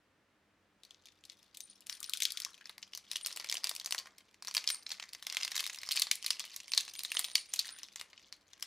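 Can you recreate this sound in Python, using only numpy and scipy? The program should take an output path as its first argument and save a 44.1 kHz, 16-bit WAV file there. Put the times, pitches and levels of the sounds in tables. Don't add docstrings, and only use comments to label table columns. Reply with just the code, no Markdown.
import sys
import numpy as np
from scipy import signal
from scipy.fft import rfft, irfft, next_fast_len
from scipy.io import wavfile

SR = 44100
rng = np.random.default_rng(int(sys.argv[2]) if len(sys.argv) > 2 else 0)


def dump_mix(stems):
    frames = np.atleast_2d(stems).T
    limited = np.clip(frames, -1, 1)
    pcm = np.round(limited * 32767).astype(np.int16)
    wavfile.write(sys.argv[1], SR, pcm)


def convert_level_to_amplitude(level_db):
    exponent = np.asarray(level_db, float) / 20
    return 10 ** exponent


N = 381906
GRAIN, LEAD = 1024, 200


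def unit(x):
    return x / np.sqrt(np.mean(x ** 2, -1, keepdims=True) + 1e-20)


def along(points, hz):
    f, v = np.transpose(points)
    return np.interp(np.log(hz + 1), np.log(f + 1), v)


def causal(gain):
    cep = irfft(np.log(gain + 1e-6))
    half = cep.shape[-1] // 2
    cep[..., 1:half] *= 2
    cep[..., half + 1:] = 0
    return np.exp(rfft(cep))


def place(grains, s):
    at = np.round(s * SR).astype(int)[:, None] + np.arange(grains.shape[1])
    return np.bincount(at.ravel(), grains.ravel(), N + SR)[:N]


def swells(s, when, db, rise, fall):
    late = s[:, None] - when
    power = convert_level_to_amplitude(db) ** 2 * np.exp(-2 * np.abs(late) / np.where(late < 0, rise, fall))
    return 10 * np.log10(power.sum(1) + 1e-14)


# (pitch_hz, level_db per Hz)
AIR = [(20, -44), (36, -14), (60, -10), (200, -5.5), (520, -6), (800, -9.5), (1750, -8.5), (8000, -26),
       (16000, -35)]
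# (pitch_hz, correlation)
AIR_ALIKE = [(60, 0.98), (240, 0.93), (950, 0.84), (3770, 0.69), (15000, 0.062)]
# (pitch_hz, width_hz, rise_db over the noise)
HUMS = [(53.5, 11, 9), (92.8, 6.3, 11.5), (199, 7.4, 11), (303, 22, 6.5)]


def air(level_db=-73.5):
    m = next_fast_len(N)
    hz = np.fft.rfftfreq(m, 1 / SR)
    hum = 1 + sum((convert_level_to_amplitude(db) - 1) / (1 + (2 * (hz - centre) / width) ** 2) for centre, width, db in HUMS)
    colour = convert_level_to_amplitude(along(AIR, hz)) * hum
    turn = np.arccos(np.clip(along(AIR_ALIKE, hz), 0, 1)) / 2
    noise = rfft(rng.standard_normal((2, m)))
    mid, side = irfft(noise * colour * [np.cos(turn), np.sin(turn)], m)[:, :N]
    return convert_level_to_amplitude(level_db) * unit(np.array([mid + side, mid - side]))


# (pitch_hz, level_db)
THUMP = [(120, -65), (300, -15), (680, -5.5), (860, -5), (1070, 1), (1450, -4.5), (2100, 1), (3000, -23),
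         (5000, -57)]
# (pitch_hz, level_db)
BODY = [(700, -91), (1700, -20), (2300, -9), (4300, -2), (6500, -3.5), (9000, -24), (14000, -71.5)]
# (pitch_hz, level_db)
CRACK = [(3000, -83), (7000, -2.5), (10000, 0), (13000, -5), (15500, -9.5), (17000, -74.5)]
# (time_s, left_over_right_db, crackle_thump_db, thump_depth_db_per_octave)
PLACE = [(0.8, 4, -36, 11), (2.2, 4, -27.5, -7), (3.4, 1, -12, 1), (5.4, 0.9, -12, -4.5),
         (7.2, 0, -23.5, 0), (8.66, 3, -9, -4.5)]


def creases(rows, sharp, patch_db, pan_spread_db, lag_spread):
    s, db, pitch, thump_db, crack_db, tear_ms = np.transpose(rows)[:, :, None]
    t, hz = (np.arange(GRAIN) - LEAD) / SR, np.fft.rfftfreq(GRAIN, 1 / SR)
    u = 1000 * t / np.clip(tear_ms, .04, 6)
    tear = np.exp(-np.where(u < 0, (2.48 * u) ** 6, (1.47 * u) ** 2))
    jolt = rng.standard_normal((len(rows), GRAIN)) * tear
    chance = rng.random((len(rows), 2))
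    again = convert_level_to_amplitude(-5 - 13 * chance[:, :1]) * np.exp(-(u - 1.5 - 5 * chance[:, 1:]) ** 2)
    jolt += rng.standard_normal(jolt.shape) * again
    creep = convert_level_to_amplitude(-18.5) * np.exp(-np.abs(t) / np.where(t < 0, .0012, .003))
    jolt += rng.standard_normal(jolt.shape) * creep

    patch = convert_level_to_amplitude(patch_db) / np.abs(1 + 1j * sharp * (hz / pitch - pitch / (hz + 1)))
    lower = pitch * np.exp(-.9 * rng.random((len(rows), 1)))
    patch = patch + convert_level_to_amplitude(patch_db - 3) / np.abs(1 + 1j * sharp * (hz / lower - lower / (hz + 1)))
    when, _, _, depth_db = np.transpose(PLACE)
    tilt_db = np.interp(s, when, depth_db) * np.log2(np.clip(hz, 300, 2500) / 1000)
    body = convert_level_to_amplitude(along(BODY, hz)) * (1 + patch)
    thump = convert_level_to_amplitude(along(THUMP, hz) - tilt_db)
    crack = convert_level_to_amplitude(along(CRACK, hz))

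    near, around = 0, 0
    for gain, part_db in ((body, 0), (thump, thump_db), (crack, crack_db)):
        colour = causal(gain)
        part = rfft(jolt) * colour
        part *= convert_level_to_amplitude(db + part_db) / np.abs(irfft(part)).max(-1, keepdims=True)
        near = near + part
        energy = np.sqrt(np.mean(np.abs(part) ** 2, -1, keepdims=True))
        around = around + unit(np.abs(colour)) * energy * np.exp(1j * np.angle(part))
    chance = rng.standard_normal((len(rows), 2))
    lean_db = pan_spread_db * chance[:, :1]
    lag_s = lag_spread * chance[:, 1:] / SR
    left, right = [near * convert_level_to_amplitude(k * lean_db / 2) * np.exp(1j * k * np.pi * hz * lag_s) for k in (1, -1)]
    return np.array([place(irfft(z), s[:, 0] - LEAD / SR) for z in (left, right, around)])


# (time_s, crackle_db before the flurries and the size of each crease)
HANDLING = [(0.8, -81), (1.04, -66.5), (1.54, -71), (1.96, -60), (2.07, -53), (2.29, -47), (2.42, -62),
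            (2.64, -58), (2.77, -72), (3.01, -59.5), (3.34, -52), (3.86, -60), (4.15, -66.5), (4.45, -73),
            (4.61, -58), (4.98, -56), (5.22, -65), (5.44, -37), (5.505, -55), (5.56, -41), (5.72, -58),
            (5.99, -37), (6.12, -81), (6.23, -53), (6.53, -50.5), (7.19, -47), (7.35, -61), (7.72, -48.5),
            (8.0, -69.5), (8.18, -61), (8.35, -75.5), (8.66, -55.5)]


def crackle(count=1400):
    when, level_db = np.transpose(HANDLING)
    u, g = rng.random((count, 2)), rng.standard_normal((count, 4))
    s = when[0] + (when[-1] - when[0]) * u[:, 0]
    size_db = -4.0 * np.log(u[:, 1] + 0.036)
    snap_s, snap_db = np.transpose(SNAPS)[:2]
    flurry_db = swells(s, snap_s, snap_db - 24.5, rise=.003, fall=0.028)
    press_db = np.interp(s, when, level_db)
    db = 10 * np.log10(convert_level_to_amplitude(press_db) ** 2 + convert_level_to_amplitude(flurry_db) ** 2) + size_db
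    pitch = 3900 * np.exp(0.36 * g[:, 0])
    place_s, _, place_thump_db, _ = np.transpose(PLACE)
    thump_db = np.interp(s, place_s, place_thump_db) + 4 * g[:, 1]
    crack_db = -16.0 + 0.88 * size_db + 3 * g[:, 2]
    tear_ms = 1.29 * np.exp(0.936 * g[:, 3])
    rows = np.transpose([s, db, pitch, thump_db, crack_db, tear_ms])
    return creases(rows, sharp=15, patch_db=17.5, pan_spread_db=1.5, lag_spread=1.0)


# (pitch_hz, t60_s)
ROOM = [(500, 0.76), (3000, 0.24), (9000, 0.25), (16000, 0.095)]


def room(x, alike):
    step = SR // 4
    blocks = np.pad(x, (0, -N % step)).reshape(-1, step)
    hz, t, z = signal.stft(rng.standard_normal((len(blocks), 2, step)), SR, nperseg=128)
    walls = convert_level_to_amplitude(-60 * t / along(ROOM, hz)[:, None])
    table = 1.78 * convert_level_to_amplitude(-60 * t / 0.049)
    tails = signal.istft(z * (walls + table), SR, nperseg=128)[1]
    tails /= np.linalg.norm(tails, axis=-1, keepdims=True)
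    turn = np.arccos(np.clip(alike, 0, 1)) / 2
    shared, own = np.cos(turn) * tails[:, 0], np.sin(turn) * tails[:, 1]
    start = np.arange(len(blocks)) * step / SR + 0.001003
    return np.array([place(signal.fftconvolve(blocks, shared + k * own, axes=1), start) for k in (1, -1)])


# (start_s, body_db, pitch_hz of the film patch, thump_db, crack_db)
SNAPS = [(0.834, -40.5, 3730, -22, -7), (0.85, -42, 4500, -32, -10), (0.907, -41, 3370, -25, -9),
         (0.945, -47, 3260, -28, -25), (1.056, -38.5, 5600, -25, -7), (1.0702, -44.5, 2520, -27, -9),
         (1.085, -47, 3500, -29, -13), (1.238, -46, 3060, -28, -9), (1.2516, -39, 5040, -33, -5),
         (1.2978, -33, 3520, -42, -15.5), (1.4283, -47, 5100, -35, -8), (1.5471, -38, 4000, -42, -9),
         (1.571, -37.5, 3530, -34, 5), (1.6044, -29, 6160, -32, -1.5), (1.806, -48.5, 5100, -37, 5.5),
         (1.8682, -35, 6040, -19, 0), (1.896, -23, 5400, -16.5, -6.5), (1.9265, -28, 4500, -36, -8),
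         (1.951, -40, 3360, -25, -1), (2.0032, -41.5, 4760, -35, 12), (2.029, -29, 3430, -25, 0),
         (2.0418, -25.5, 5460, -51, -9), (2.095, -27.5, 4220, -49, 1), (2.135, -18.5, 3450, -51, -2.5),
         (2.172, -28, 3400, -37, 0), (2.2028, -23.5, 3540, -29, -4), (2.221, -16.5, 3680, -45, -3),
         (2.2324, -20.5, 6300, -27, -3.5), (2.2525, -13.5, 3370, -50, -11), (2.3045, -28, 3530, -46, -7),
         (2.3202, -28, 4800, -34, -0.5), (2.372, -25.5, 3400, -41, -7.5), (2.401, -28.5, 3400, -29, -0.5),
         (2.419, -28, 5100, -24, -6), (2.434, -35, 2300, -19, -14), (2.4482, -19.5, 5760, -27, -11),
         (2.543, -38.5, 3150, -25, -15), (2.6558, -32.5, 5250, -13, -14), (2.6942, -33.5, 4000, -10, -8.5),
         (2.78, -36.5, 4750, -6.5, -8), (2.827, -30.5, 5050, -23, -32), (2.9338, -29.5, 3140, -20, -15),
         (2.9495, -25.5, 4600, -25, -7.5), (2.9744, -29, 5800, -20, -5.5), (3.114, -23, 3940, -25, -8.5),
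         (3.1323, -30, 5200, -15, -8), (3.157, -22.5, 3050, -21.5, -7.5), (3.167, -29, 4580, -29, -4),
         (3.211, -34.5, 3320, -31, -9), (3.2478, -25, 4450, -23, -10), (3.261, -17.5, 5400, -18.5, -3),
         (3.2695, -26, 4910, -30, -2.5), (3.3062, -32, 2070, -11, -20), (3.3266, -32, 5540, -34, -6),
         (3.3613, -33.5, 4500, -12, 0.5), (3.3719, -30, 2870, -9.5, -1), (3.3979, -29, 4660, -14, -7),
         (3.4043, -32, 2000, -13, -18), (3.424, -42, 2100, -5, -13), (3.4444, -29.5, 2100, -10.5, -9),
         (3.488, -29, 2100, -36, -21), (3.497, -19.5, 5200, -28, -14.5), (3.5138, -26, 4900, -16, -2),
         (3.5246, -17.5, 2150, -23.5, -11), (3.542, -27, 5700, -17, 2.5), (3.553, -25.5, 3040, -18, -8),
         (3.569, -24, 4900, -39, -14.5), (3.6353, -33.5, 5040, -7, -12), (3.642, -15.5, 4770, -19.5, -6.5),
         (3.6704, -21.5, 2780, -20, -7), (3.693, -23, 5170, -20, -2), (3.7126, -28.5, 5150, -9, -8),
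         (3.7505, -31.5, 5000, -31, 2.5), (3.7627, -26.5, 5500, -44, -4), (3.798, -28.5, 4600, -47, -7),
         (3.812, -33.5, 3150, -14, -10), (3.8449, -33.5, 6230, -14, -6), (3.8597, -21.5, 6500, -17, -5),
         (3.9081, -24, 5100, -15, -1.5), (3.9228, -18, 6050, -14, -4), (3.9465, -27, 1830, -4, -3),
         (3.9804, -21, 4640, -46, -13), (3.987, -26.5, 5500, -34, -6), (4.0574, -44, 1700, -1.5, -14),
         (4.07, -43, 3200, 0, -5), (4.1822, -39.5, 4820, -23.5, -4.5), (4.343, -47.5, 2060, -11, -9),
         (4.4236, -32, 4440, -10.5, -4.5), (4.448, -34, 3900, -12, -5), (4.4716, -25, 4600, -15.5, -10.5),
         (4.4818, -25.5, 5900, -11, -10), (4.511, -31, 4630, -12, -9), (4.541, -29, 4550, -25, -2),
         (4.5489, -15, 5850, -18.5, -3.5), (4.567, -16, 4670, -17, -9), (4.578, -18, 4480, -15.5, -9),
         (4.6407, -29.5, 2810, -13, -11), (4.6749, -13, 5300, -58, -17.5), (4.6883, -22.5, 4130, -25, 0),
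         (4.7018, -17.5, 4450, -14, -5.5), (4.7452, -24.5, 5050, -17, -10),
         (4.8649, -26.5, 5330, -19.5, -23), (4.8917, -35, 5330, -18, -6), (4.9047, -28, 5100, -23, -15),
         (4.917, -22.5, 4140, -32, -11), (4.9979, -28.5, 3060, -10, -15), (5.0245, -32, 1940, -11, -18),
         (5.038, -37, 2140, -8, -23), (5.09, -38, 4600, -30, -11), (5.1321, -30, 4770, -15, -2),
         (5.1484, -31, 4670, -10.5, -8), (5.225, -30.5, 3920, -11, -4), (5.2677, -23.5, 5240, -12.5, -7.5),
         (5.299, -25.5, 4800, -21, -11.5), (5.3244, -25.5, 5600, -12, -8), (5.3465, -28.5, 2640, -10, -4),
         (5.3688, -15.5, 3200, -12.5, -10), (5.4097, -30, 2760, -10.5, -16),
         (5.4316, -20.5, 5100, -27, -16), (5.4483, -23, 4830, -16, -5), (5.4774, -28, 2790, -10.5, -10),
         (5.5176, -23.5, 4100, -16, -10.5), (5.5551, -23, 7540, -14, -4), (5.5641, -22, 3840, -16, -5.5),
         (5.5777, -20.5, 3800, -16, -6), (5.5929, -23.5, 2900, -23, -13), (5.5978, -24, 2590, -20, -13),
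         (5.6042, -21.5, 4400, -18, -7), (5.64, -24, 3700, -35, -7), (5.6551, -28, 4070, -29, -11),
         (5.6643, -24.5, 5180, -11.5, -3), (5.6743, -28, 5270, -19, -4), (5.697, -29, 2560, -9, -13),
         (5.7307, -35.5, 6900, -11, -3), (5.7457, -29, 2730, -57, -8.5), (5.7862, -33.5, 5240, -49, -9),
         (5.815, -35, 4320, -29, -4), (5.8324, -28, 4000, -10.5, -13), (5.889, -21, 5240, -16.5, -9),
         (5.91, -20.5, 4320, -20, -12), (5.9169, -18.5, 4270, -46, -1.5), (5.9653, -19.5, 3140, -33, -3.5),
         (5.9729, -14, 4530, -20, -38), (5.9961, -20, 4240, -26, 0.5), (6.019, -11.5, 4380, -22.5, -7),
         (6.0689, -28.5, 4520, -10, -10), (6.113, -12.5, 2250, -22, -2), (6.1543, -29, 5400, -41, 4.5),
         (6.226, -27, 3140, -26, -7), (6.2443, -26.5, 5200, -15, -12), (6.2626, -19, 4300, -22.5, -2),
         (6.305, -13, 5100, -20, -8), (6.3298, -30.5, 2570, -25, -13), (6.3953, -23.5, 5190, -21, -4.5),
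         (6.403, -24, 3980, -16, -16), (6.44, -32, 2500, -10, -55), (6.541, -37.5, 5260, -13, -3),
         (6.5624, -27, 7200, -22, -0.5), (6.602, -29, 2900, -23.5, -14.5), (6.7185, -21.5, 2570, -22, -7),
         (6.7348, -16, 4420, -19.5, -18), (6.7483, -25.5, 4400, -21, -2), (6.7762, -8.5, 4200, -24, -11.5),
         (6.8017, -23, 4000, -46, -18), (6.8073, -25, 4130, -24, -1), (6.8514, -39, 5030, -30, -3),
         (6.879, -33, 2600, -11, -13), (6.9523, -34, 3380, -15, -6), (6.9916, -24.5, 5070, -24, -4.5),
         (7.0053, -31.5, 4070, -14, -5), (7.034, -29.5, 4520, -20, 1), (7.0489, -21.5, 3670, -17, -11),
         (7.1176, -24.5, 2730, -17.5, -5.5), (7.1493, -29, 3820, -7.5, -2), (7.1686, -18, 3150, -17.5, -18),
         (7.1922, -20, 3350, -11, 5.5), (7.243, -21, 3700, -20.5, -5), (7.2838, -34, 4130, -12, -13),
         (7.299, -33.5, 3100, -28, -13), (7.3146, -34.5, 4020, -16, -7.5), (7.3536, -11.5, 4460, -28, -10),
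         (7.5365, -19.5, 6700, -20, -2), (7.56, -32, 4230, -33, -0.5), (7.5913, -13.5, 4450, -57, -9.5),
         (7.6464, -41, 1700, -24, -8), (7.655, -31, 4440, -32, -4), (7.6689, -36, 2950, -11, -2),
         (7.6804, -32.5, 3960, -23, -18), (7.6898, -28, 4070, -15.5, -23), (7.7867, -38, 3760, -18, -1),
         (7.832, -29, 5400, -20, -10), (7.885, -42, 3140, -16, -19), (7.9587, -25.5, 7400, -16, -9),
         (7.996, -32.5, 2860, -15, -8), (8.0118, -28.5, 2860, -10, -5.5), (8.131, -44, 4490, -3, -27),
         (8.1766, -40.5, 2960, -22, -36), (8.1955, -47.5, 3000, -14, -29),
         (8.3251, -29.5, 4360, -14.5, -12.5), (8.533, -37.5, 6000, -17, -20), (8.625, -25, 5330, -16, -4.5)]


def snaps():
    s, db, *colour = np.transpose(SNAPS)
    longer = np.exp(0.3 * rng.standard_normal(len(SNAPS)))
    peak_s = s + .0008
    tear_ms = 0.71 * longer
    rows = np.transpose([peak_s, db - 10 * np.log10(longer), *colour, tear_ms])
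    return creases(rows, sharp=11.6, patch_db=10.0, pan_spread_db=1.0, lag_spread=0.78)


# (peak_s, level_db, length_s, pitch_hz)
JINGLE = [(1.625, -50, 0.056, 9000), (1.7, -51, 0.033, 9300), (1.933, -46.5, 0.045, 9200),
          (2.062, -46, 0.037, 9300), (3.227, -46.5, 0.056, 9000), (4.722, -35.5, 0.065, 8940),
          (5.932, -38, 0.034, 9140), (6.2, -53.5, .12, 9050), (6.69, -50, 0.1, 9050),
          (6.882, -51, .06, 9030), (6.97, -46, 0.098, 9140), (7.047, -43, 0.029, 8950),
          (7.11, -44, .04, 9100), (7.153, -39, 0.06, 9050), (7.245, -45.5, 0.15, 9150),
          (7.347, -40.5, 0.089, 9110), (7.495, -49, 0.058, 9100), (7.67, -51, 0.05, 9000),
          (7.724, -44, 0.073, 9250)]


def rings(count=2400):
    s, g = rng.random(count) * N / SR, rng.standard_normal((count, 3))
    when, shake_db, length, pitch = np.transpose(JINGLE)
    shake = swells(s, when, shake_db, rise=.3 * length / 2, fall=length / 2)
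    db = shake[:, None] + 4.5 * g[:, :1]
    hz = np.interp(s, when, pitch)[:, None] * (1 + .011 * g[:, 1:2])
    t = np.arange(SR // 40) / SR
    decay = convert_level_to_amplitude(db - 60 * t / .019)
    notes = decay * np.sin(2 * np.pi * hz * t) * (1 - np.exp(-t / .0005))
    pan_db = 2.5 * g[:, 2:]
    left, right = place(notes * convert_level_to_amplitude(pan_db), s), place(notes * convert_level_to_amplitude(-pan_db), s)
    return np.array([left, right, (left + right) / 2])


# (middle_s, length_s, level_db, pitch_hz)
SLIDES = [(1.92, 0.063, -68.5, 1570), (2.3, .3, -64, 1600), (1.71, 0.025, -61.5, 4600),
          (7.4, 0.12, -64, 4400), (7.71, 0.12, -62.5, 1980), (7.74, 0.11, -64, 3680),
          (8.235, 0.064, -67.5, 4600)]


def slides(count=160):
    s, length, db, pitch = np.repeat(SLIDES, count, 0).T[:, :, None]
    g = rng.standard_normal((len(s), 3))
    hz, t = pitch * np.exp(0.17 * g[:, :1]), np.arange(GRAIN // 2) / SR
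    size = convert_level_to_amplitude(db + 8.2 * g[:, 1:2]) * np.sqrt(hz * length / count)
    slips = size * np.sin(2 * np.pi * hz * t) * hz * t * np.exp(-hz * t / 1.35)
    start = s + length / 2 * g[:, 2:]
    track = place(slips, start[:, 0])
    return np.array([track] * 3)


def scene():
    left, right, around = crackle() + snaps() + rings() + slides()
    bag = np.array([left, right]) + convert_level_to_amplitude(-8.5) * room(around, alike=0.96)
    lean_db = np.interp(np.arange(N) / SR, *np.transpose(PLACE)[:2])
    return bag * convert_level_to_amplitude(np.array([lean_db, -lean_db]) / 2) + air()


def top_cut(x):
    return signal.sosfilt(signal.butter(12, 16990, fs=SR, output="sos"), x)


def record(dry):
    return top_cut(dry)


dry = scene()
out = record(dry)
dump_mix(out)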